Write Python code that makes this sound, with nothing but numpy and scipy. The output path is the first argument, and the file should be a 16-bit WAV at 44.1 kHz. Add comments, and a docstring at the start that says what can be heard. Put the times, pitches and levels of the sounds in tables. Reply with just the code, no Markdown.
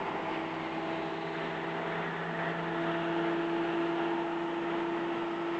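"""A roaring, hissing jet of air: a plasma torch crawls across a steel sheet on a workshop cutting table.
The jet surges about twice a second as melted steel blows out, and the arc spits and sizzles.
Hollow tones from the cut swell and fade as the listener walks closer. A stepper motor sings through
the frame that carries the torch, slowly rising in pitch. Behind it all, a compressor drones and
the power supply whistles faintly."""
import sys
import numpy as np
from scipy import signal
from scipy.fft import rfft, irfft, next_fast_len
from scipy.io import wavfile

SR = 44100
rng = np.random.default_rng(int(sys.argv[2]) if len(sys.argv) > 2 else 0)


def digitize_waveform(pressure):
    """Quantize a signal to 16-bit integers and store it at the path in sys.argv[1].

    Rows of a 2-D input are taken as channels; values are limited to [-1, 1].
    """
    field = np.atleast_2d(pressure).T
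    bounded = np.clip(field, -1, 1)
    quanta = np.round(bounded * 32767).astype(np.int16)
    wavfile.write(sys.argv[1], SR, quanta)


N = 246519
TIME = np.arange(N) / SR

# Levels in the tables are starting points; the functions add their own dB on top.
# tone colour of the rushing air: f/Hz, level/dB
AIR_COLOUR = [(25, -17.5), (70, -19), (110, -15), (150, -5), (215, -3.5), (350, 2), (440, 0), (550, -2.5),
              (680, -0.6), (790, -1.5), (1100, -4), (1600, -5.5), (2350, -8.5), (2850, -9), (3200, -12),
              (3500, -15), (4100, -24), (4700, -33.5), (7000, -41.5)]
# the jet between surges: t/s, roar level/dB, hiss level/dB
JET_LEVELS = [(0, -35.5, -46), (.6, -38, -45.5), (1.0, -38, -44), (1.25, -40.5, -45.5), (1.7, -37, -45.5),
              (2.25, -37.5, -48), (2.9, -36.5, -45.5), (3.8, -37.5, -44.5), (4.3, -39, -47), (5, -37, -46),
              (5.42, -39.5, -46.5), (5.52, -36.5, -44)]
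# the jet surges as melted steel blows out: start t/s, hold/s, rise/dB
JET_SURGES = [(0.284, 0.084, 1.5), (0.685, 0.031, 1.5), (0.843, 0.12, 2), (1.327, 0.17, 2),
              (1.851, 0.23, 1.5), (2.37, 0.13, 3), (2.758, 0.26, 1.5), (3.154, 0.18, 1), (3.56, 0.097, 0),
              (3.766, 0.16, 1.1), (3.943, 0.21, 2), (4.676, 0.13, 2.5), (5.1, 0.11, 2.5)]
# the space under the sheet rings with the jet: t/s, f/Hz, level/dB
CAVITY_RING = [(0, 889, -40), (.35, 880, -43.5), (.7, 829, -48), (1.2, 878, -61), (1.5, 937, -49.5),
               (2.25, 930, -54), (2.5, 858.6, -50.5), (3.25, 896, -46.5), (3.7, 875, -50),
               (4.12, 880.5, -40.5), (4.45, 892, -49.5), (4.8, 901, -44), (5.59, 877, -53.5)]
# two hollow tones of the cut: t/s, lower f/Hz, upper f/Hz, lower level/dB, upper level/dB
HOLLOW_TONES = [(0, 1135, 2000, -49, -48), (.6, 1148, 2020, -50.5, -48.5), (1.24, 1307, 1904, -67, -51),
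                (1.38, 1343, 1881, -52, -46.5), (1.95, 1422, 1858, -45, -43.5),
                (2.45, 1380, 1816, -45.5, -41.5), (2.9, 1368, 1780, -42, -45), (3.5, 1371, 1700, -47, -47),
                (4.15, 1351, 1760, -48, -50), (4.7, 1326, 1880, -48, -50), (5.59, 1291, 1887, -46.5, -51.5)]
# the sharp edge of the hiss sinks as the listener comes closer: t/s, f/Hz, level/dB
HISS_EDGE = [(0, 4550, -74), (.65, 4150, -69.5), (.95, 3900, -61.5), (1.25, 3850, -58.5), (1.55, 3650, -64),
             (1.9, 3450, -61.5), (2.45, 3320, -61.5), (2.95, 3400, -57.5), (3.5, 3000, -62), (4, 2880, -59),
             (4.4, 2800, -60.5), (5.59, 2750, -68)]
# the nozzle's narrow ring, heard on only part of the walk: t/s, level/dB
NOZZLE_LEVEL = [(0, -61), (1.3, -71), (1.9, -63), (2.5, -58), (2.78, -62.5), (2.95, -52), (3.15, -55),
                (3.48, -63.5), (3.7, -55.5), (4.05, -58), (4.3, -62.5), (5.59, -66)]
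# the arc spits blobs of melted steel: t/s, f/Hz, level/dB, fade/s
MELT_SPITS = [(.245, 2180, -43, .04), (.34, 2450, -47, 0.11), (.92, 2380, -47.5, .07),
              (1.27, 1807, -38, 0.015), (1.345, 1800, -32, 0.0087), (1.92, 1984, -40, .04),
              (2.02, 2146, -42, .03), (2.385, 1930, -36, 0.019), (3.235, 2033, -42.5, 0.045),
              (3.649, 1680, -42, 0.035)]
# the sizzle at the top of the hiss: t/s, f/Hz, level/dB
ARC_SIZZLE = [(0, 4950, -76), (.33, 4800, -69.5), (.7, 4504, -71), (1.2, 4340, -71.5), (1.9, 4020, -70),
              (2.2, 4141, -75), (2.5, 4330, -69), (2.85, 4200, -76.5), (3.25, 4300, -69.5),
              (3.95, 4210, -71), (4.25, 3885, -73), (4.6, 4050, -75), (5.2, 4760, -74), (5.55, 5000, -73)]
# the stepper motor's cycle rate, which is its base pitch: t/s, f/Hz
STEP_PITCH = [(0, 162), (1.5, 165.6), (2, 166.6), (3, 167.9), (4, 168.8), (5.59, 169.5)]
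# its hum swells as the listener passes the loudest spot: far level/dB, rise/dB, nearest t/s, half-width/s
HUM_SWELL = (-55, 12.5, 2.5, 1.37)
# the frame sings at twice the base pitch: t/s, level/dB
FRAME_LEVEL = [(0, -56.5), (.33, -39), (.55, -42.5), (.9, -40), (1.2, -44), (1.55, -45.5), (2.1, -51.5),
               (2.5, -44.5), (2.68, -41.5), (2.8, -35.5), (2.95, -38), (3.15, -33.5), (3.66, -33.5),
               (3.77, -31.5), (3.9, -33), (4.5, -36.5), (4.78, -34.3), (5.18, -35.5), (5.37, -37),
               (5.55, -34.5)]
# a whine at four times the base pitch comes and goes: t/s, level/dB
WHINE_LEVEL = [(0, -50), (.26, -45), (.6, -52), (.9, -44.5), (1.1, -45), (1.3, -49), (1.65, -50),
               (1.9, -43), (2.17, -53.5), (2.4, -42), (2.68, -47), (2.88, -40.5), (3.4, -45.5),
               (3.9, -43.5), (4.55, -48.5), (5.59, -49.5)]
# weaker stepper tones, each loudest at one spot: multiple, far level/dB, rise/dB, nearest t/s, half-width/s
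OVERTONE_SWELLS = [(2.5, -71.5, 20, 1.85, 1), (5, -58, 10, 3.1, 1.0), (7, -59, 5, 2.2, .25)]
# the compressor's buzz: multiple of the shaft rate, start level/dB, end level/dB
BUZZ_TONES = [(2, -78, -86.5), (8, -59.5, -61.5), (9, -58.5, -63), (10, -54.5, -71.5), (28, -57.5, -56.5),
              (30, -59.5, -62), (32, -55.5, -56.5), (33, -51.5, -60), (35, -55, -59), (36, -54, -51),
              (37, -55, -52), (40, -57.5, -61.5), (41, -68, -57), (42, -53, -66.5), (44, -68.5, -62.5)]
# the compressor's low drone tones swell and fade as the listener walks through the room's standing waves
# (loud and quiet spots): t/s, then level/dB at 4, 14, 16 and 18 times the shaft rate
DRONE_LEVELS = [(0, -67, -56, -44, -61), (.22, -59.5, -58, -50, -52.5), (.5, -60.5, -57, -52.5, -73),
                (.8, -63, -50.5, -48, -53), (1.5, -68.5, -64, -44.5, -50.5),
                (2.1, -67.5, -65, -47.5, -49.5), (2.9, -68.5, -72, -61, -48.5),
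                (3.8, -71, -69, -49.5, -50.5), (4.4, -74.5, -66.5, -66, -55.5),
                (5.59, -75, -71, -69.5, -55.5)]
# tone colour of the faint background hiss: f/Hz, level/dB
BACKGROUND_COLOUR = [(100, -7.5), (2000, -7.5), (5000, 5), (6300, 2), (7600, 0.5), (8100, 0.5)]

# share of a surge's rise that each part of the sound takes
ROAR_SURGE, HISS_SURGE, HOLLOW_SURGE, STEPPER_SURGE = 0.88, 0.9, 1.0, 0.39


def jet(surge, split_hz, roar_db, hiss_db):
    """Air swirls through the cut: a low roar under the sheet and a high hiss at the nozzle."""
    roar_level, hiss_level = in_time(JET_LEVELS)
    air = coloured_noise(AIR_COLOUR)
    low = signal.sosfiltfilt(lowpass(2, split_hz), air)
    roar = rms_one(low) * from_db(roar_level + roar_db + ROAR_SURGE * surge)
    hiss = rms_one(air - low) * from_db(hiss_level + hiss_db + HISS_SURGE * surge)
    return roar + hiss


def surge_db(attack_s, release_s):
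    """Melted steel blows out: each time the level jumps, holds and sinks back."""
    lift = 0
    for start_s, hold_s, rise_db in JET_SURGES:
        rise = np.clip((TIME - start_s) / attack_s, 0, 1)
        fall = np.exp(-np.maximum(TIME - start_s - hold_s, 0) / release_s)
        lift += rise_db * rise * fall
    return lift


def cut_resonances(surge, lower_db, upper_db, narrowing):
    """The jet makes the cut and nozzle ring; cavity and hollow tones get sharper close to the torch."""
    cavity_hz, cavity_level = in_time(CAVITY_RING)
    lower_hz, upper_hz, lower_level, upper_level = in_time(HOLLOW_TONES)
    edge_hz, edge_level = in_time(HISS_EDGE)
    cavity = from_db(cavity_level) * ringing_noise(cavity_hz, width_hz=257, narrowing=narrowing)
    lower = from_db(lower_level + lower_db) * ringing_noise(lower_hz, width_hz=335, narrowing=narrowing)
    upper = from_db(upper_level + upper_db) * ringing_noise(upper_hz, width_hz=400, narrowing=narrowing)
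    edge = from_db(edge_level) * ringing_noise(edge_hz, width_hz=560)
    nozzle = from_db(in_time(NOZZLE_LEVEL)[0]) * ringing_noise(centre_hz=2764, width_hz=290)
    return cavity + from_db(HOLLOW_SURGE * surge) * (lower + upper + edge + nozzle)


def spits(width_hz, attack_s):
    """The arc spits melted steel: short puffs of noise, each around its own pitch."""
    out = 0
    for start_s, centre_hz, db, fade_s in MELT_SPITS:
        rise = np.clip((TIME - start_s) / attack_s, 0, 1)
        fade = np.exp(-np.abs(TIME - start_s) / fade_s)
        puff = from_db(db) * rise * fade * ringing_noise(centre_hz, width_hz)
        out += signal.sosfilt(lowpass(4, centre_hz + width_hz), puff)
    return out


def sizzle(width_hz, rasp_db):
    """The top of the arc's hiss, made rough by a fast flicker in level."""
    centre_hz, level_db = in_time(ARC_SIZZLE)
    return from_db(level_db + rasp_db * drift(90)) * ringing_noise(centre_hz, width_hz)


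def reflections(sound, echo_db, first_s, last_s, path_change, count=6):
    """Echoes off the sheet, frame and floor; their paths grow or shrink as the listener walks."""
    out = sound.copy()
    lags_s = np.geomspace(first_s, last_s, count) * rng.uniform(.9, 1.1, count)
    for k, lag_s in enumerate(lags_s):
        delay_s = lag_s * (1 + path_change * (-1) ** k * (TIME / TIME[-1] - .5))
        out += from_db(echo_db) * np.interp(TIME - delay_s, TIME, sound)
    return out / np.sqrt(1 + count * from_db(2 * echo_db))


def stepper(surge, whine_db, overtones_db, cycles_per_throb, throb_depth):
    """The motor's steps hum, whine and set the frame singing; its uneven turning makes the hum throb."""
    cycles = np.cumsum(in_time(STEP_PITCH)[0]) / SR
    hum_level = passing_db(*HUM_SWELL) + STEPPER_SURGE * surge
    whine_level = in_time(WHINE_LEVEL)[0] + whine_db + STEPPER_SURGE * surge
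    throb = 1 + throb_depth * np.sin(2 * np.pi * cycles / cycles_per_throb)
    hum = from_db(hum_level) * throb * tone(cycles, 1, waver=0.079, waver_hz=6.4)
    frame = from_db(in_time(FRAME_LEVEL)[0]) * tone(cycles, 2, waver=0.099, waver_hz=23)
    whine = from_db(whine_level) * tone(cycles, 4, waver=0.13, waver_hz=18)
    overtones = 0
    for multiple, *swell in OVERTONE_SWELLS:
        gain = from_db(passing_db(*swell) + overtones_db)
        overtones += gain * tone(cycles, multiple, waver=0.42, waver_hz=2.9)
    return hum + frame + whine + overtones


def compressor(shaft_hz, drone_db):
    """A motor drives a piston: a buzz, and low drone tones that swell and fade as the listener walks."""
    turns, walked = shaft_hz * TIME, TIME / TIME[-1]
    buzz = drone = 0
    for multiple, start_db, end_db in BUZZ_TONES:
        level_db = start_db + (end_db - start_db) * walked
        buzz += from_db(level_db) * tone(turns, multiple, waver=.35, waver_hz=1.2)
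    for multiple, level_db in zip((4, 14, 16, 18), in_time(DRONE_LEVELS)):
        drone += from_db(level_db + drone_db) * tone(turns, multiple, waver=.14, waver_hz=5)
    return buzz + drone


def power_supply(switching_hz, level_db):
    """Fast electrical switching makes a thin whistle."""
    return from_db(level_db) * tone(switching_hz * TIME, 1, waver=.4, waver_hz=3)


def background_hiss(level_db):
    """A faint, even, high hiss."""
    return from_db(level_db) * coloured_noise(BACKGROUND_COLOUR)


def coloured_noise(colour):
    """Noise of strength 1, shaped by a table of f/Hz, level/dB."""
    size = next_fast_len(N)
    hz, db = np.transpose(colour)
    bins_hz = np.maximum(np.fft.rfftfreq(size, 1 / SR), 1)
    gain = from_db(np.interp(np.log(bins_hz), np.log(hz), db))
    return rms_one(irfft(rfft(rng.standard_normal(size)) * gain, size)[:N])


def ringing_noise(centre_hz, width_hz, narrowing=0):
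    """Noise around a steady or gliding pitch; by the end its width has shrunk by the share `narrowing`."""
    slow_pair = signal.sosfilt(lowpass(2, width_hz / 2), rng.standard_normal((2, N)))
    # reading the noise ever more slowly narrows the band
    clock = np.cumsum(1 - narrowing * TIME / TIME[-1]) / SR
    cos_part, sin_part = [np.interp(clock, TIME, slow) for slow in slow_pair]
    angle = 2 * np.pi * np.cumsum(np.full(N, centre_hz)) / SR
    return rms_one(cos_part * np.cos(angle) + sin_part * np.sin(angle))


def tone(cycles, multiple, waver, waver_hz):
    """A tone at a multiple of a machine's rate; a random waver stands for its echoes."""
    angle = 2 * np.pi * (multiple * cycles + rng.random())
    cos_part = 1 + waver * drift(waver_hz)
    sin_part = waver * drift(waver_hz)
    return rms_one(cos_part * np.cos(angle) + sin_part * np.sin(angle))


def passing_db(far_db, rise_db, nearest_s, half_width_s):
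    """Level of a tone while the listener walks past its loudest spot."""
    return far_db + rise_db / (1 + ((TIME - nearest_s) / half_width_s) ** 2)


def drift(rate_hz):
    """A smooth random wobble of typical size 1."""
    hop, warm_up = 40, 2000
    pole = np.exp(-2 * np.pi * hop * rate_hz / SR)
    noise = rng.standard_normal(N // hop + warm_up + 2)
    slow = signal.lfilter([1], [1, -2 * pole, pole * pole], noise)[warm_up:]
    return np.interp(np.arange(N) / hop, np.arange(len(slow)), rms_one(slow))


def in_time(rows):
    """Join a table's points with straight lines: one curve for each column after t/s."""
    times_s, *columns = np.transpose(rows)
    return [np.interp(TIME, times_s, column) for column in columns]


def lowpass(order, cutoff_hz):
    """A filter that keeps the lows; a higher order cuts more steeply."""
    return signal.butter(order, cutoff_hz, fs=SR, output="sos")


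def from_db(db):
    """Turn decibels into a factor to multiply by."""
    return 10 ** (np.asarray(db) / 20)


def rms_one(x):
    """Scale to an average strength (rms) of 1."""
    return x / np.sqrt(np.mean(x ** 2) + 1e-20)


def scene():
    """The torch in front and the machines behind, in one channel."""
    surge = surge_db(attack_s=0.044, release_s=0.022)
    torch = jet(surge, split_hz=1596, roar_db=-4.0, hiss_db=-4.0)
    torch += cut_resonances(surge, lower_db=-2.5, upper_db=-2.0, narrowing=.55)
    torch += spits(width_hz=600, attack_s=0.0048)
    torch += sizzle(width_hz=620, rasp_db=0.5)
    torch *= from_db(.55 * drift(25))  # the whole jet flutters as melted steel blows out
    torch = reflections(torch, echo_db=-22.5, first_s=.004, last_s=.016, path_change=0.245)
    machines = stepper(surge, whine_db=0.5, overtones_db=1.0, cycles_per_throb=17, throb_depth=0.2)
    machines += power_supply(switching_hz=6666.7, level_db=-86.0)
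    machines += compressor(shaft_hz=24.748, drone_db=.3)
    return (torch + machines + background_hiss(level_db=-65.5))[None]


def record(dry):
    """The highest treble is cut off steeply."""
    return signal.sosfilt(lowpass(order=40, cutoff_hz=7950), dry)


dry = scene()
out = record(dry)
digitize_waveform(out)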